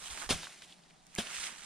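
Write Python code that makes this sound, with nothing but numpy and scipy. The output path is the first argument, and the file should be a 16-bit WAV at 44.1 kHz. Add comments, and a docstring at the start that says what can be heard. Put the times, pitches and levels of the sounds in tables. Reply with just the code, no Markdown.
"""Chopping sugar cane

Two blade chops in an open field: each is a crunch of splitting fibres over a dull thump,
and the shaken foliage hisses on after it. Dry leaves are dragged about on the right, stalks snap,
foliage stirs, and light wind and soft bumps reach the microphone. Crunch, leaves and foliage are
many tiny random cracks; snaps and bites are short noise bursts; the thumps add decaying tones."""
import sys
import numpy as np
from scipy import signal
from scipy.fft import rfft, irfft
from scipy.io import wavfile
from scipy.ndimage import uniform_filter1d

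SR = 44100
rng = np.random.default_rng(int(sys.argv[2]) if len(sys.argv) > 2 else 0)


def log_audio(samples):
    """Write samples as a 16-bit WAV file to the path given in sys.argv[1]."""
    # one column per channel
    frames = np.atleast_2d(samples).T
    # limit to full scale, then quantise
    limited = np.clip(frames, -1, 1)
    pcm = np.round(limited * 32767).astype(np.int16)
    wavfile.write(sys.argv[1], SR, pcm)


N = 72765
T = np.arange(N) / SR  # time in s
HZ = np.fft.rfftfreq(2 * N, 1 / SR)  # frequencies for filtering, with room for tails

# the two chops (blade contact t/s, peak t/s, crunch level/dB, rise/s, fall/(dB/s),
# shaken foliage level/dB, crunch tilt/(dB/octave))
CHOPS = [(0.29, 0.3035, -26.5, 0.006, 393, -41.5, 0.9), (1.176, 1.186, -33, 0.005, 403, -46, 1.1)]
# how a sound from each direction reaches the two microphones
# (f/Hz, left minus right/dB, likeness 0-1, left lead/rad)
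AHEAD = [(150, -.3, .99, 0), (400, -1.2, .98, 0), (700, -2.5, .92, 0), (1400, -3, .83, .1),
         (2700, -1.2, .9, .05), (4200, .3, .88, -.2), (6200, 0, .62, -.85), (9000, -2, .4, -1.9),
         (15000, -1, .3, -2.5)]
ASIDE = [(150, -.5, .7, 0), (620, -4, .62, -.42), (1400, -8.5, .68, -.25), (2700, -7.3, .7, -.12),
         (4200, -1.2, .53, -.88), (6200, -2.5, .5, -2.8), (9000, -4.8, .33, -3.7), (15000, -2, .2, -4)]
AROUND = [(30, -3, .25, 0), (170, 0, .72, 0), (620, 0, .1, 0), (1400, -1, .15, 0), (2700, -1.5, .68, 0),
          (4200, 0, .68, -.3), (6200, 0, .4, -1.1), (9000, 0, .3, -2.5)]
FLUTTER_DB = 0.5  # how much the leaf and foliage levels waver


def amp(db):
    """Turns decibels into a gain."""
    return 10 ** (np.asarray(db) / 20)


def unit(x):
    """Scales a signal to an rms (average strength) of 1."""
    return x / np.sqrt(np.mean(x ** 2) + 1e-20)


def read(table, column=1):
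    """Reads one column of a table at every frequency, joining its points over log frequency."""
    table = np.array(table, float)
    return np.interp(np.log(HZ + 1), np.log(table[:, 0] + 1), table[:, column])


def shape(x, gain):
    """Filters a signal by a gain per frequency."""
    return irfft(rfft(x, 2 * N) * gain)[..., :N]


def place(two, spectrum_db, direction):
    """Colours two unrelated signals and blends them into left and right, as sound from a direction."""
    balance_db = read(direction, 1)
    likeness = np.clip(read(direction, 2), -1, 1)
    lead = read(direction, 3)
    left, other = rfft(two, 2 * N) * amp(spectrum_db)
    right = likeness * left + np.sqrt(1 - likeness ** 2) * other
    right = right * np.exp(-1j * lead)
    pair = np.array([left * amp(balance_db / 2), right * amp(-balance_db / 2)])
    return unit(irfft(pair)[:, :N])


def crackle(per_s, spread_db, wash, patchy_db=1.5):
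    """Tiny cracks at random moments over a wash of noise, with patches that favour some pitches."""
    size = amp(spread_db * np.minimum(rng.exponential(1, N), 3))
    size = size * (rng.random(N) < per_s / SR)  # keep only a few samples as cracks
    cracks = unit(size * rng.choice([-1., 1.], (2, N)))
    grains = cracks + wash * rng.standard_normal((2, N))
    # make small random areas of time and pitch louder or softer
    z = signal.stft(grains, nperseg=256, noverlap=192)[2]
    patches = uniform_filter1d(rng.standard_normal(z.shape[1:]), size=2, axis=0)
    patches = unit(uniform_filter1d(patches, size=10, axis=1))
    return signal.istft(z * amp(patchy_db * patches), nperseg=256, noverlap=192)[1][:, :N]


def flutter(hz, depth_db):
    """A gain that wavers at random, no faster than about hz, to clump the cracks."""
    slow = shape(rng.standard_normal(N), 1 / (1 + (HZ / hz) ** 4))
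    return amp(depth_db * unit(slow))


def burst(start, t60, rise):
    """An envelope that rises quickly while dying away by 60 dB in every t60 seconds."""
    age = np.maximum(T - start, 0)
    attack = np.minimum(age / max(rise, 1e-5), 1)
    return attack * np.exp(-np.log(1000) * age / t60)


def crack(start, t60, rise, spectrum_db, direction):
    """A short dying burst of coloured noise; its strength is set by the envelope alone."""
    envelope = burst(start, t60, rise)
    noise = place(rng.standard_normal((2, N)), spectrum_db, direction)
    return unit(envelope * noise) * np.sqrt(np.mean(envelope ** 2))


def swells(events):
    """A level with one smooth bell-shaped swell per event (t/s, level/dB, half length/s)."""
    return sum(amp(db) * np.exp(-((T - t) / length) ** 2 / 2) for t, db, length in events)


def field():
    """Faint outdoor hum and far leaf hiss, with soft low noise for wind on the microphone."""
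    # colour of the hum and hiss (f/Hz, level/dB)
    air_colour = [(60, -21), (100, -20.5), (168, 0), (215, -6.5), (270, -12.5), (370, -13), (500, -17),
                  (760, -8.5), (1060, -15.5), (1900, -18), (2600, -20), (3600, -18.5), (7400, -22.5),
                  (9700, -22), (11000, -45), (15400, -43)]
    # colour of the wind (f/Hz, level/dB)
    wind_colour = [(10, -7), (32, -5), (50, -9), (110, -27), (300, -50), (1000, -80)]
    # strength of the wind over time (t/s, level/dB)
    wind_db = [(0, -65), (.17, -65), (.35, -54.5), (.5, -78), (.75, -77.5), (1.1, -72), (1.52, -74),
               (1.65, -65)]
    air_db = -63.5
    air = place(crackle(per_s=540, spread_db=2.5, wash=2), read(air_colour), AROUND)
    air = amp(air_db) * air * flutter(hz=25, depth_db=0.64)
    wind = place(rng.standard_normal((2, N)), read(wind_colour), AROUND)
    return air + amp(np.interp(T, *np.transpose(wind_db))) * wind


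def bumps():
    """Soft bumps on the hand-held microphone: short swells of low noise."""
    # the bumps (t/s, level/dB, half length/s)
    bump_events = [(0.124, -52, 0.015), (0.277, -51.5, 0.0087), (0.35, -46.5, 0.016), (1.384, -60, .014)]
    # their colour (f/Hz, level/dB)
    bump_colour = [(10, -9), (40, -2), (80, -6), (130, -17), (400, -60)]
    return swells(bump_events) * place(rng.standard_normal((2, N)), read(bump_colour), AROUND)


def stirs():
    """Small stirs of the foliage between the chops: short swells of crackle."""
    # the stirs (t/s, level/dB, half length/s)
    stir_events = [(0.441, -48.5, 0.022), (0.636, -54.5, 0.016), (0.711, -57, 0.026), (0.905, -67, .008)]
    # their colour (f/Hz, level/dB)
    stir_colour = [(200, -10), (1500, -16.5), (3500, 0), (5500, -11.5), (9500, -9.5), (11000, -26),
                   (16000, -27)]
    grains = crackle(per_s=1200, spread_db=-1, wash=0.74)
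    return swells(stir_events) * place(grains, read(stir_colour), AHEAD)


def leaves():
    """Dragged dry leaves crackle in clumps; heavier scrapes boost the lower part of the sound."""
    # path of each drag (t/s, level/dB, weight of the lower scrape/dB)
    drags = [
        [(0, -50.5, -1.5), (.04, -46, -1.5), (.062, -42.5, -5.5), (.092, -47.5, -1), (.112, -43, -1),
         (.15, -45.5, 0), (.198, -43, -0.5), (.222, -41.5, 3.5), (.25, -45.5, 7), (.28, -53, -3), (.3, -57, 3)],
        [(1.05, -71, -22), (1.16, -56, 6), (1.235, -51.5, 5), (1.31, -44.5, 2.5), (1.36, -39.5, -7.5),
         (1.39, -40.5, -5.5), (1.44, -37.5, -3), (1.475, -40, -2), (1.49, -45, 4), (1.545, -51, 3.5),
         (1.65, -49.5, -1)],
    ]
    # colour of each drag (f/Hz, level/dB)
    colours = [
        [(90, -34), (160, -10.5), (280, -8.5), (450, -9), (600, -7.5), (780, -3), (1000, -3), (1400, -2.5),
         (2300, -4.5), (3400, -2.1), (4600, -4.5), (6200, -3), (8800, -2), (10000, -7), (11000, -18),
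         (14300, -21), (15400, -35)],
        [(90, -35), (160, -11), (280, -8.5), (450, -13), (700, -8), (1000, -4), (1400, -2), (2300, -1),
         (3300, -1.2), (4600, -4.5), (6200, -3), (8800, -2), (10000, -8.5), (11000, -20), (14300, -24.5),
         (15400, -36)],
    ]
    scrape_hz = 2040  # the lower scrape lies below about here
    low_pass = 1 / (1 + (HZ / scrape_hz) ** 4)
    out = np.zeros((2, N))
    for drag, colour in zip(drags, colours):
        t, db, weight_db = np.transpose(drag)
        grains = place(crackle(per_s=1500, spread_db=0.0, wash=0.84), read(colour), ASIDE)
        grains = grains * flutter(hz=120, depth_db=FLUTTER_DB)
        body = shape(grains, low_pass)
        weighted = grains - body + body * amp(np.interp(T, t, weight_db))
        active = (T > t[0] - .03) * (T < t[-1] + .03)
        out += amp(np.interp(T, t, db)) * weighted * active
    return out


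def snaps():
    """Stalks and leaf ribs snap as noise bursts with one broad pitch each; leaves add crisp ticks."""
    # snapping stalks and leaf ribs (t/s, level/dB, pitch f/Hz, width/octaves, t60/s)
    snap_events = [(.057, -41, 3320, 0.27, 0.024), (.071, -41, 3470, 0.22, 0.033),
                   (0.1033, -38.5, 3730, 0.42, 0.02), (0.174, -36.5, 2220, 2.5, 0.037),
                   (.218, -36.5, 1400, 0.5, 0.043), (0.258, -44, 1740, 1.6, .012),
                   (0.432, -37.5, 1970, 2.8, 0.026), (.4698, -35, 1370, 0.46, .014),
                   (0.62, -44, 2550, 1.7, 0.036), (0.724, -46.5, 3500, 0.42, 0.019),
                   (0.836, -59, 3320, 0.88, 0.027), (.908, -58, 2080, 0.3, 0.036),
                   (1.161, -35, 2450, 0.22, .011), (1.2317, -42, 1960, 1, 0.0086),
                   (1.2709, -35.5, 3120, 0.27, .015), (1.366, -31, 2340, 1.06, 0.0087),
                   (1.385, -40, 1450, 0.49, 0.019), (1.437, -32, 3240, 0.87, .018),
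                   (1.469, -34.5, 3080, 0.79, .025), (1.582, -47, 3280, 1.1, 0.015)]
    # treble loss of the snaps (f/Hz, level/dB)
    dry_edge = [(100, -23), (600, 7.5), (9700, 0), (11200, -6), (16000, -18)]
    # leaf ticks close to the microphone (t/s, level/dB, t60/s)
    tick_events = [(1.0675, -46.5, .006), (1.1514, -27, .004), (1.1612, -38, .007), (1.1688, -41, .009)]
    # their colour (f/Hz, level/dB)
    tick_colour = [(300, -23), (3000, -27), (4500, -4.5), (8500, 4.5), (11000, -7), (16000, -24)]
    skirt_db = -24  # wide, weaker sound around the pitch
    out = np.zeros((2, N))
    for start, db, hz, octaves, t60 in snap_events:
        peak = np.exp(-(np.log2((HZ + 1) / hz) / octaves) ** 2)
        skirt = amp(skirt_db) / np.hypot(1, HZ / (2 * hz))
        colour = 20 * np.log10(peak + skirt) + read(dry_edge)
        # snaps before the first chop or after the second contact come from the dragged side
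        dragged = start < CHOPS[0][0] or start > CHOPS[1][0]
        out += amp(db) * crack(start, t60, 0.0005, colour, ASIDE if dragged else AHEAD)
    for start, db, t60 in tick_events:
        out += amp(db) * crack(start, t60, 0.0002, read(tick_colour), ASIDE)
    return out


def thumps():
    """The blow pushes on the stalk, which knocks and rings at its own pitches and shakes the ground."""
    # thump under each chop (t/s, push level/dB, ring f/Hz, ring level/dB, ring t60/s,
    # ground shudder level/dB, shudder t60/s)
    thump_events = [(0.309, -23.5, 166.3, -45.5, 0.41, -37.5, 0.19),
                    (1.1872, -25, 221.6, -27.5, 0.064, -50.5, .11)]
    # colour of the ground shudder (f/Hz, level/dB)
    shudder_colour = [(20, -10), (45, -10), (75, 7), (120, 4.5), (180, 1.5), (350, -9), (750, -22),
                      (1500, -43)]
    # hollow knock of the cut stalk (f/Hz, level relative to the push/dB, t60/s)
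    stalk_modes = [(247.3, -16.5, 0.13), (393, -7, 0.041), (560, -14, 0.045), (706, -19.5, 0.066),
                   (2524, -19, 0.13), (2677, -30, 0.27), (3110, -30, 0.11), (3230, -13, 0.088),
                   (3750, -13.5, 0.08), (3860, -25, 0.087), (3950, -15, 0.091), (4580, -21, .12),
                   (4760, -29, 0.13)]
    push_s = 0.00047  # half length of the push
    ring_delay_s, ring_rise_s = 0.0018, 0.0015
    stalk_lead_s = 0.0046  # the knock starts this long before the push peaks
    out = np.zeros((2, N))
    for start, push_db, hz, ring_db, t60, shudder_db, shudder_t60 in thump_events:
        age = T - start
        out -= amp(push_db) * np.exp(-(age / push_s) ** 2)
        ring = np.sin(2 * np.pi * hz * (age - ring_delay_s))
        out += amp(ring_db) * burst(start + ring_delay_s, t60, ring_rise_s) * ring
        shudder = place(rng.standard_normal((2, N)), read(shudder_colour), AHEAD)
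        out += amp(shudder_db) * burst(start, shudder_t60, 0.0036) * shudder
        for mode_hz, db, mode_t60 in stalk_modes:
            knock = np.sin(2 * np.pi * (mode_hz * age + rng.random()))  # random phase
            out += amp(db + push_db) * burst(start - stalk_lead_s, mode_t60, 0.0019) * knock
    return out


def chops():
    """The blade bites, fibres split in a dense crunch, and the shaken foliage dies away."""
    # sharp bites of the blade and sharp splitting cracks of the fibres (t/s, level/dB, t60/s)
    bites = [(.2918, -31, 0.026), (0.305, -30.5, 0.023), (0.312, -28.5, 0.016), (1.1836, -32.5, 0.017)]
    # colours of bite, crunch, top end of the crunch, and foliage (f/Hz, level/dB)
    bite_colour = [(100, 3), (500, 0.5), (1500, -5), (3000, -2.5), (5500, -4.5), (9000, -11), (11000, -22),
                   (16000, -33)]
    crunch_colour = [(240, -4.5), (400, -8), (694, -3), (833, -8), (1100, -6.5), (1340, -8), (1630, -4.5),
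                     (1760, -8.5), (2870, -5), (3150, -2), (4480, -9), (6770, -9.5), (8250, -14),
                     (9330, -6.5), (15400, -50)]
    treble_shelf = [(9000, 1), (10200, 1), (11000, -2.5), (12500, 7), (14500, 18), (15600, 4)]
    foliage_colour = [(180, -32), (300, -5.5), (366, -2), (446, -8.5), (673, 0), (834, -7.5), (1320, -2.5),
                      (2210, 0.5), (3390, -0.5), (8260, -3.5), (9580, -2), (14200, -31.5), (15400, -24)]
    hold_s = 0.0067  # the crunch stays at its peak this long
    foliage_rise_s, foliage_fall = 0.02, 56  # fall in dB per s
    out = np.zeros((2, N))
    for start, db, t60 in bites:
        out += amp(db) * crack(start, t60, 0.00015, read(bite_colour), AHEAD)
    for contact, peak, db, rise, fall, foliage_db, tilt_db in CHOPS:
        age = T - peak
        growth = (T > contact) * np.exp(np.minimum(age, 0) / rise)
        force = growth * amp(db - fall * np.maximum(age - hold_s, 0))
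        tilt = tilt_db * np.log2((HZ + 100) / 3000)
        colour = read(crunch_colour) + read(treble_shelf) + tilt
        out += force * place(crackle(per_s=4000, spread_db=3, wash=0.89), colour, AHEAD)
        sway = np.clip(age / foliage_rise_s, 0, 1)
        sway = sway * amp(foliage_db - foliage_fall * np.maximum(age, 0))
        hiss = place(crackle(per_s=2500, spread_db=2.0, wash=1.0), read(foliage_colour), AHEAD)
        out += sway * hiss * flutter(hz=70, depth_db=FLUTTER_DB)
    return out


def scene():
    """All sources added together in the open air, with no echo."""
    return field() + bumps() + stirs() + leaves() + snaps() + thumps() + chops()


def record(dry):
    """The recorder's band limit: a filter removes the treble above about 15.6 kHz."""
    low_pass = signal.firwin(255, 15600, window=("kaiser", 8), fs=SR)
    return signal.oaconvolve(dry, low_pass[None], "same")


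dry = scene()
out = record(dry)
log_audio(out)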